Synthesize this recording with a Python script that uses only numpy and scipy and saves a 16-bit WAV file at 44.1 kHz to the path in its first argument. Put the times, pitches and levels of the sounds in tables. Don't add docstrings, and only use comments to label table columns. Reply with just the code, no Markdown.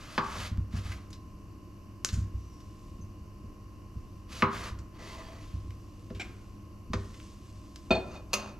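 import sys
import numpy as np
from scipy import signal
from scipy.fft import rfft, irfft, next_fast_len
from scipy.io import wavfile

SR = 44100
rng = np.random.default_rng(int(sys.argv[2]) if len(sys.argv) > 2 else 0)


def unload_audio(sound):
    columns = np.transpose(np.atleast_2d(sound))
    steps = np.round(np.clip(columns, -1, 1) * 32767)
    wavfile.write(sys.argv[1], SR, steps.astype(np.int16))


N = 378819
TIME = np.arange(N) / SR
AGE = TIME[:SR * 2 // 3]



def from_db(db):
    return 10 ** (np.asarray(db) / 20)


def rms_one(x):
    return x / np.sqrt(np.mean(x ** 2) + 1e-20)


def fade(t60):
    return from_db(-60 * AGE / max(t60, 1e-3))


def at_hz(points, hz):
    known_hz, values = np.transpose(points)
    return np.interp(np.log(hz + 1), np.log(known_hz), values)


def convolve(x, response):
    return signal.oaconvolve(x, response)[:len(x)]


def colour(x, spectrum, tilt_db=0, size=8192):
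    hz = np.maximum(np.arange(size // 2 + 1), 1) * SR / size
    tilt = tilt_db * np.log2(hz / 1000)
    low_rolloff = 12 * np.minimum(np.log2(hz / spectrum[0][0]), 0)
    db = at_hz(spectrum, hz) + tilt + low_rolloff
    cepstrum = irfft(np.log(from_db(db)))[:size // 2]
    cepstrum[1:] *= 2
    return convolve(x, irfft(np.exp(rfft(cepstrum, size))))


def resonate(x, peaks):
    total = 0
    for hz, width, db in peaks:
        b, a = signal.iirpeak(hz, hz / width, fs=SR)
        total = total + from_db(db) * signal.lfilter(b, a, x)
    return total


def ring(modes):
    total = 0
    for k, (hz, db, t60) in enumerate(modes):
        sign = (-1) ** k
        total = total + sign * from_db(db) * fade(t60) * np.sin(2 * np.pi * hz * AGE)
    return total


def burst(t60):
    swarm = rng.standard_normal(len(AGE)) * fade(t60)
    return swarm / np.linalg.norm(swarm)


def grains(per_s, spread_db):
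    sizes = from_db(spread_db * np.minimum(rng.exponential(1, N), 4))
    happens = rng.random(N) < per_s / SR
    return happens * sizes * rng.choice([-1, 1], N)


def drift(per_s):
    knots = rng.standard_normal(4096)
    return np.interp(TIME * per_s, np.arange(len(knots)), knots)


def stroke(start, length, swell_db, rise_s, release_t60):
    attack = np.clip(1 + (TIME - start) / rise_s, 0, 1) ** 2
    progress = np.clip((TIME - start) / length, 0, 1)
    released = np.clip((TIME - start - length) / release_t60, 0, 2)
    return attack * from_db(swell_db * (progress - .5)) * .001 ** released


def add(track, s, sound):
    start = int(s * SR)
    track[start:start + len(sound)] += sound[:N - start]


# (frequency [Hz], rms level [dB])
HUM = [(100, -53.5), (200, -60), (300, -63.5), (348, -65.5), (614, -75), (1030, -66.5), (1080, -67)]


def hum(waver=0.17):
    total = 0
    for hz, db in HUM:
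        line = np.sqrt(2) * np.sin(2 * np.pi * (hz * TIME + rng.random()))
        total = total + from_db(db) * line * (1 + waver * drift(per_s=4))
    return total


# (frequency [Hz], level [dB])
AIR = [(12, -29.5), (20, 2), (70, 6), (103, 1.5), (124, -3), (263, -8.5), (302, -11.5), (540, -21),
       (966, -38), (1050, -32.5), (1590, -36), (5530, -56.5), (10500, -51.5), (11700, -42), (15000, -92)]
# (frequency [Hz], width [Hz], level [dB])
AIR_HUMPS = [(325, 31, 5), (1080, 240, 11.5), (2875, 296, 17.5), (4680, 130, 19.5), (5560, 1100, 23),
             (12100, 600, 8)]


def room_noise():
    white = rng.standard_normal(N)
    return rms_one(colour(white + resonate(white, AIR_HUMPS), AIR))


# (frequency [Hz], level [dB], T60 [s])
BOARD = [(61.9, 0, 0.37), (97.5, 0.5, 0.3), (128, -8, 0.23), (156.2, -4, 0.25), (224, 3.5, 0.13),
         (322.5, -10.5, 0.3), (394.4, -7, 0.36), (501, -1, 0.097), (642, 3, 0.056)]


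def board_blow(contact_s):
    push = np.sin(np.pi * np.minimum(AGE / contact_s, 1)) ** 2
    return convolve(ring(BOARD), push / push.sum())


# (time [s], length [s], hiss level [dB], swell over the push [dB],
# rasp above the hiss [dB], release T60 [s])
CUTS = [(0, 0.19, -50.5, 5, 5.5, 0.045), (0.243, .15, -47, 6.5, 8, 0.22),
        (0.412, 0.053, -44, 3.5, 5.5, 0.14), (0.727, 0.048, -52, 11.5, 6.5, 0.25),
        (0.854, 0.077, -51.5, -1, 7, 0.39), (4.321, 0.1, -45.5, 4, 3.5, 0.048),
        (4.543, 0.14, -45, -0.5, 8.5, 0.14), (5.027, 0.079, -54, 4.5, -11, 1.1),
        (5.41, 0.11, -61.5, -2, 2, 0.63)]
# (frequency [Hz], level [dB])
HISS = [(1200, -28.5), (2500, 5.5), (4500, 2), (6800, -1.5), (8500, -9.5), (12000, -11.5), (15500, -42)]
# (frequency [Hz], level [dB])
RASP = [(250, -17), (600, -2), (850, -8), (1150, 1), (1500, -4), (2200, -6), (3000, -23), (5000, -40)]
# (frequency [Hz], width [Hz], level [dB])
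HELD_BLADE = [(645, 22, 9.5), (1034, 26, 4), (1770, 16, 7), (1975, 29, 8), (2060, 21, -3), (2530, 69, -10),
              (3240, 27, 3), (4250, 120, -14), (4500, 160, 3)]


def slicing(tearing_db=0.9, board_db=0.0, bite_s=0.023):
    edge = flanks = 0
    for start, length, db, swell_db, rasp_db, release_t60 in CUTS:
        rise_s = bite_s + 0.33 * length
        push = from_db(db) * stroke(start, length, swell_db, rise_s, release_t60)
        edge = edge + push
        flanks = flanks + from_db(rasp_db) * push
    tears = from_db(tearing_db * drift(per_s=130))
    cells = tears * grains(per_s=5000, spread_db=2.0)
    friction = tears * grains(per_s=1000, spread_db=1.5)
    hiss = rms_one(colour(cells + 0.29 * resonate(cells, HELD_BLADE), HISS))
    rasp = rms_one(colour(friction, RASP))
    rumble = rms_one(convolve(friction, board_blow(contact_s=0.0058)))
    at_edge = (from_db(-3.0) * hiss + from_db(board_db) * rumble) * edge
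    return at_edge + from_db(-9) * rasp * flanks


# (time [s], crack level [dB], thump level [dB], brightness [dB/octave],
# shudder level [dB], shudder T60 [s], contact pitch [Hz])
CHOPS = [(0.1793, 7.5, -30.5, -2.8, -4, 0.44, 4540), (4.4231, 2.5, -22, 0.3, 3.5, 0.35, 2280),
         (6.1035, -30, -37.5, 4.5, -13, .1, 520), (6.9342, -5, -30, 3, -15, 0.18, 6560)]
# (frequency [Hz], level [dB])
CRACK = [(150, -23), (400, -16.5), (700, -11), (1000, 2.5), (1250, -2.5), (1800, -8), (2500, -12.5),
         (4800, -23), (6500, -32), (13000, -60)]


def chops(bounce_s=.0027, bounce_db=-5):
    out = np.zeros(N)
    without_lows = signal.butter(2, 170, "high", fs=SR, output="sos")
    for s, crack_db, thump_db, bright_db, shudder_db, shudder_t60, contact_hz in CHOPS:
        force = (AGE == 0) + from_db(4) * burst(t60=.06)
        force[int(bounce_s * SR)] += from_db(bounce_db)
        force = force + resonate(force, [(contact_hz, 0.32 * contact_hz, 2)])
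        shudder = resonate(burst(shudder_t60), [(1210, 400, shudder_db + 8.5)])
        crack = colour(force + shudder, CRACK, bright_db)
        thump = signal.sosfilt(without_lows, board_blow(contact_s=0.002))
        add(out, s, from_db(crack_db + 8) * crack)
        add(out, s + 0.0014, from_db(thump_db + 2.0) * thump)
    return out


# (time [s], landing level [dB], tipping level [dB], contact [s])
ROCKINGS = [(0.511, -29, -39, 0.0055), (.575, -25, -31, 0.0057), (.734, -29, -31, .0042),
            (0.847, -32, -29, .0072), (2.123, -24, -34, 0.0067), (2.172, -26, -26.5, 0.0057),
            (2.336, -23.5, -38, 0.012), (2.988, -38, -36, 0.0053), (3.437, -40.5, -63, 0.0031),
            (3.956, -34, -51, 0.0055), (4.707, -29.5, -36, 0.013), (4.784, -34, -51, 0.0088),
            (5.533, -29, -33.5, 0.0072), (5.64, -37, -31, 0.0074), (6.142, -34.5, -56, 0.0079),
            (6.897, -33.5, -50, 0.004), (6.948, -26.5, -42, 0.0087)]


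def thuds(tip_s=.041, tip_softer=1.31, jolt_db=-25.5, jolt_contact_s=0.013):
    out = np.zeros(N)
    for s, landing_db, tipping_db, contact_s in ROCKINGS:
        add(out, s, from_db(landing_db) * board_blow(contact_s))
        add(out, s + tip_s, from_db(tipping_db) * board_blow(contact_s * tip_softer))
    add(out, HANDLE_TOUCHES[0][0], from_db(jolt_db) * board_blow(jolt_contact_s))
    return out


# (time [s], level [dB], crackle level [dB], centre frequency [Hz])
SNAPS = [(.574, -27, 0, 820), (0.7312, -29, -1, 900), (.919, -20, 5.5, 2000), (1.105, -34, 7, 8150),
         (1.13, -28.5, 8.5, 4500), (2.0479, 1.5, -5.5, 6400), (2.0895, -13.5, 2, 3950),
         (2.126, -32, 20.5, 7000), (2.604, -36, 5, 4730), (4.789, -31.5, 5.5, 6200),
         (5.707, -29.5, -1, 2400), (6.149, -35.5, 14, 2930), (7.143, -32, 4, 3000), (7.201, -27, -1, 2520),
         (7.7599, -22, -0.5, 4850)]
# (frequency [Hz], level [dB])
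SNAP = [(300, 10), (800, -5), (1300, 6), (3000, 1.5), (6700, -1), (8500, -7.5), (10000, -11.5),
        (12300, -10.5), (15000, -29)]


def snaps(clumping_db=2.5, shortest_t60=.02, growth_s=0.027):
    out = np.zeros(N)
    for s, db, crackle_db, hz in SNAPS:
        t60 = shortest_t60 + growth_s * from_db(crackle_db)
        crackle = burst(t60) * from_db(clumping_db * drift(per_s=250)[:len(AGE)])
        force = (AGE == 0) + from_db(crackle_db) * crackle / np.linalg.norm(crackle)
        pitched = resonate(force, [(hz, 0.45 * hz, 2)])
        add(out, s, from_db(db) * (0.48 * force + pitched))
    return colour(out, SNAP)


# (time [s], length [s], level [dB])
GRIPS = [(2.35, 0.55, -71.5), (3.95, .22, -77), (5.56, 0.91, -72), (6.983, 0.28, -62.5),
         (7.462, 0.61, -68.5)]
# (frequency [Hz], level [dB])
RUSTLE = [(1200, -9), (3000, -3), (4500, -2), (6300, -2), (8500, -7.5), (12500, -24), (15000, -45)]
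# (time [s], length [s], start frequency [Hz], end frequency [Hz], level [dB])
SQUEALS = [(2.34, 0.4, 6070, 5450, -67), (3.007, 0.029, 6340, 6070, -58)]


def gloves(jitter=0.037):
    grip = 0
    for start, length, db in GRIPS:
        grip = grip + from_db(db) * stroke(start, length, swell_db=2.0, rise_s=0.096, release_t60=1.0)
    sticky_ticks = from_db(11.5) * grains(per_s=14, spread_db=3.0)
    crackle = grains(per_s=3500, spread_db=3.0) + sticky_ticks
    out = grip * rms_one(colour(crackle, RUSTLE))
    for s, length, start_hz, end_hz, db in SQUEALS:
        progress = np.minimum(AGE / length, 1)
        glide_hz = start_hz + (end_hz - start_hz) * progress
        hz = glide_hz * (1 + jitter * drift(per_s=400)[:len(AGE)])
        swell = np.sin(np.pi * progress)
        add(out, s, from_db(db) * swell * np.sin(2 * np.pi * np.cumsum(hz) / SR))
    return out


# (frequency [Hz], level [dB])
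DRAG_COLOUR = [(400, 3), (700, -2.5), (1100, 1), (1450, -7), (2000, -5), (3000, -10.5), (4700, -15),
               (6000, -14.5), (12000, -33)]


def drag(start_s=5.03, length_s=0.33, level_db=-50, swell_db=-5.5, uneven_db=6.5):
    slips = grains(per_s=1500, spread_db=1.0) * from_db(1.6 * drift(per_s=70))
    rings = 0
    for peak in HELD_BLADE:
        rings = rings + resonate(slips, [peak]) * from_db(uneven_db * drift(per_s=20))
    pull = stroke(start_s, length_s, swell_db, rise_s=0.15, release_t60=0.35)
    return from_db(level_db) * pull * rms_one(colour(slips + rings, DRAG_COLOUR))


# (frequency [Hz], width [Hz], level [dB])
CAUGHT_BLADE = [(746, 550, -8.5), (1510, 540, -24), (2370, 300, 0), (3180, 1400, -13), (5450, 320, -12),
                (7200, 260, -4.5)]


def squeak(start=6.1975, slip_hz=775, hold_s=0.024, jitter=0.096, level_db=-6):
    out = np.zeros(N)
    slip_rate = slip_hz * (1 + jitter * drift(per_s=600)[:len(AGE)])
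    cycles = np.floor(np.cumsum(slip_rate) / SR)
    slips = np.diff(cycles, prepend=-1) * (AGE < hold_s)
    caught = colour(resonate(slips, CAUGHT_BLADE), SNAP, tilt_db=-2.0)
    scrape = colour(burst(t60=0.58), SNAP, tilt_db=-3.0)
    add(out, start, from_db(level_db) * caught)
    add(out, start, from_db(level_db - 5.5) * scrape)
    return out


def on_plate(touches, modes, clatter, clatter_db, clatter_t60, rise_s):
    out = np.zeros(N)
    tone = ring(modes) * (1 - np.exp(-AGE / rise_s))
    for s, db in touches:
        chatter = from_db(clatter_db) * colour(burst(clatter_t60), clatter)
        add(out, s, from_db(db) * (tone + chatter))
    return out


# (time [s], level [dB])
HANDLE_TOUCHES = [(7.9062, -18), (7.948, -30.5), (8.157, -47)]
# (frequency [Hz], level [dB], T60 [s])
PLATE = [(164, -10, 0.16), (233, -6, 0.14), (375, 0, 0.085), (590.5, -9.5, 0.3), (652, -4, 0.18),
         (702, -18, 0.3), (784, -34, 0.15), (1013, -25, 0.19), (1345, -6, 0.071), (2477, -0.5, .13),
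         (2676, -17, 0.14), (3587, -8, 0.074), (3650, -6.5, 0.077), (4310, -13.5, 0.22), (4770, -18, 0.11),
         (6140, -18.5, 0.046), (7400, -30.5, 0.13)]
# (frequency [Hz], level [dB])
PLATE_CLATTER = [(50, -21), (200, 4.5), (700, 7.5), (1100, -7), (1900, -12.5), (3700, -15), (5200, -29),
                 (8000, -35), (13000, -55)]


def handle_on_plate():
    return on_plate(HANDLE_TOUCHES, PLATE, PLATE_CLATTER, clatter_db=32.5, clatter_t60=0.24, rise_s=0.0027)


# (time [s], length [s], level [dB], swell [dB])
SLIDES = [(8.06, 0.095, -56.5, 11), (8.375, 0.13, -49.5, -4.5)]


def slide():
    push = 0
    for start, length, db, swell_db in SLIDES:
        push = push + from_db(db) * stroke(start, length, swell_db, rise_s=0.1, release_t60=0.21)
    friction = grains(per_s=4500, spread_db=6.0)
    sung = rms_one(convolve(friction, ring(PLATE) + from_db(-6.5) * ring(BLADE)))
    rubbed = rms_one(colour(friction, BLADE_CLATTER, tilt_db=-6.0))
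    return push * (from_db(-4.5) * sung + from_db(1.5) * rubbed)


# (time [s], level [dB])
BLADE_TOUCHES = [(8.332, -34), (8.338, -31)]
# (frequency [Hz], level [dB], T60 [s])
BLADE = [(209, -10, 0.68), (386, -11.5, 0.6), (586.5, 1, 0.28), (1072, -1.5, 0.32), (1266, 0, 0.17),
         (2100, -9, 0.12), (2540, 6.5, 0.052), (2750, 2.5, 0.23), (3680, -15, 0.12), (4253, 2.5, 0.069),
         (4670, 5.5, 0.042), (5200, -10, 0.067), (6270, 1.5, 0.082), (6840, -26, 0.2), (8450, -29, 0.072),
         (9378, -11.5, 0.081), (11700, -30, 0.061)]
# (frequency [Hz], level [dB])
BLADE_CLATTER = [(200, -20.5), (600, 1.5), (1200, 2), (1800, -3.5), (2600, 0), (3500, -3.5), (6500, 2),
                 (9000, -15), (12500, -12), (15500, -39)]


def blade_on_plate():
    return on_plate(BLADE_TOUCHES, BLADE, BLADE_CLATTER, clatter_db=35, clatter_t60=0.049, rise_s=0.00057)


# (frequency [Hz], T60 [s])
ROOM_T60 = [(100, 0.62), (400, 0.71), (1200, 0.68), (4000, 0.25), (12000, 0.22)]


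def kitchen_response(early_db, late_db):
    edges = np.geomspace(150, 16000, 8)
    tail = 0
    for low, high in zip(edges, edges[1:]):
        band = signal.butter(2, [low, high], "band", fs=SR, output="sos")
        t60 = at_hz(ROOM_T60, np.sqrt(low * high))
        tail = tail + signal.sosfilt(band, burst(t60))
    without_lows = signal.butter(1, 300, "high", fs=SR, output="sos")
    early = signal.sosfilt(without_lows, burst(t60=0.059))
    return from_db(early_db) * early * (AGE > .002) + from_db(late_db) * tail * (AGE > .008)


def scene():
    cutting = slicing() + chops() + thuds() + snaps() + gloves() + drag() + squeak()
    work = cutting + handle_on_plate() + slide() + blade_on_plate()
    mid_echo = convolve(work, kitchen_response(early_db=-12.5, late_db=-8.5))
    mid = work + mid_echo + from_db(-48.0) * room_noise() + hum()
    side_echo = convolve(work, kitchen_response(early_db=-3, late_db=-11.5))
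    side = side_echo + from_db(-47.5) * room_noise()
    side = colour(side, [(20, -17), (120, -17), (500, -9.5), (1200, -2.5), (5000, -11.0), (12000, -13.0)])
    return np.array([mid + side, mid - side])


# (frequency [Hz], phase [rad])
PORT_PHASE = [(60, 0.059), (600, -0.22), (1200, -0.23), (2300, -0.71), (5000, -0.69), (12000, -0.81)]


def record(dry, cutoff_hz=15600):
    size = next_fast_len(N + SR)
    hz = np.arange(size // 2 + 1) * SR / size
    turn = np.exp(1j * at_hz(PORT_PHASE, hz))
    left = irfft(rfft(dry[0], size) * turn, size)[:N]
    lowpass = signal.ellip(10, .1, 80, cutoff_hz, fs=SR, output="sos")
    return signal.sosfilt(lowpass, np.array([left, dry[1]]))


dry = scene()
out = record(dry)
unload_audio(out)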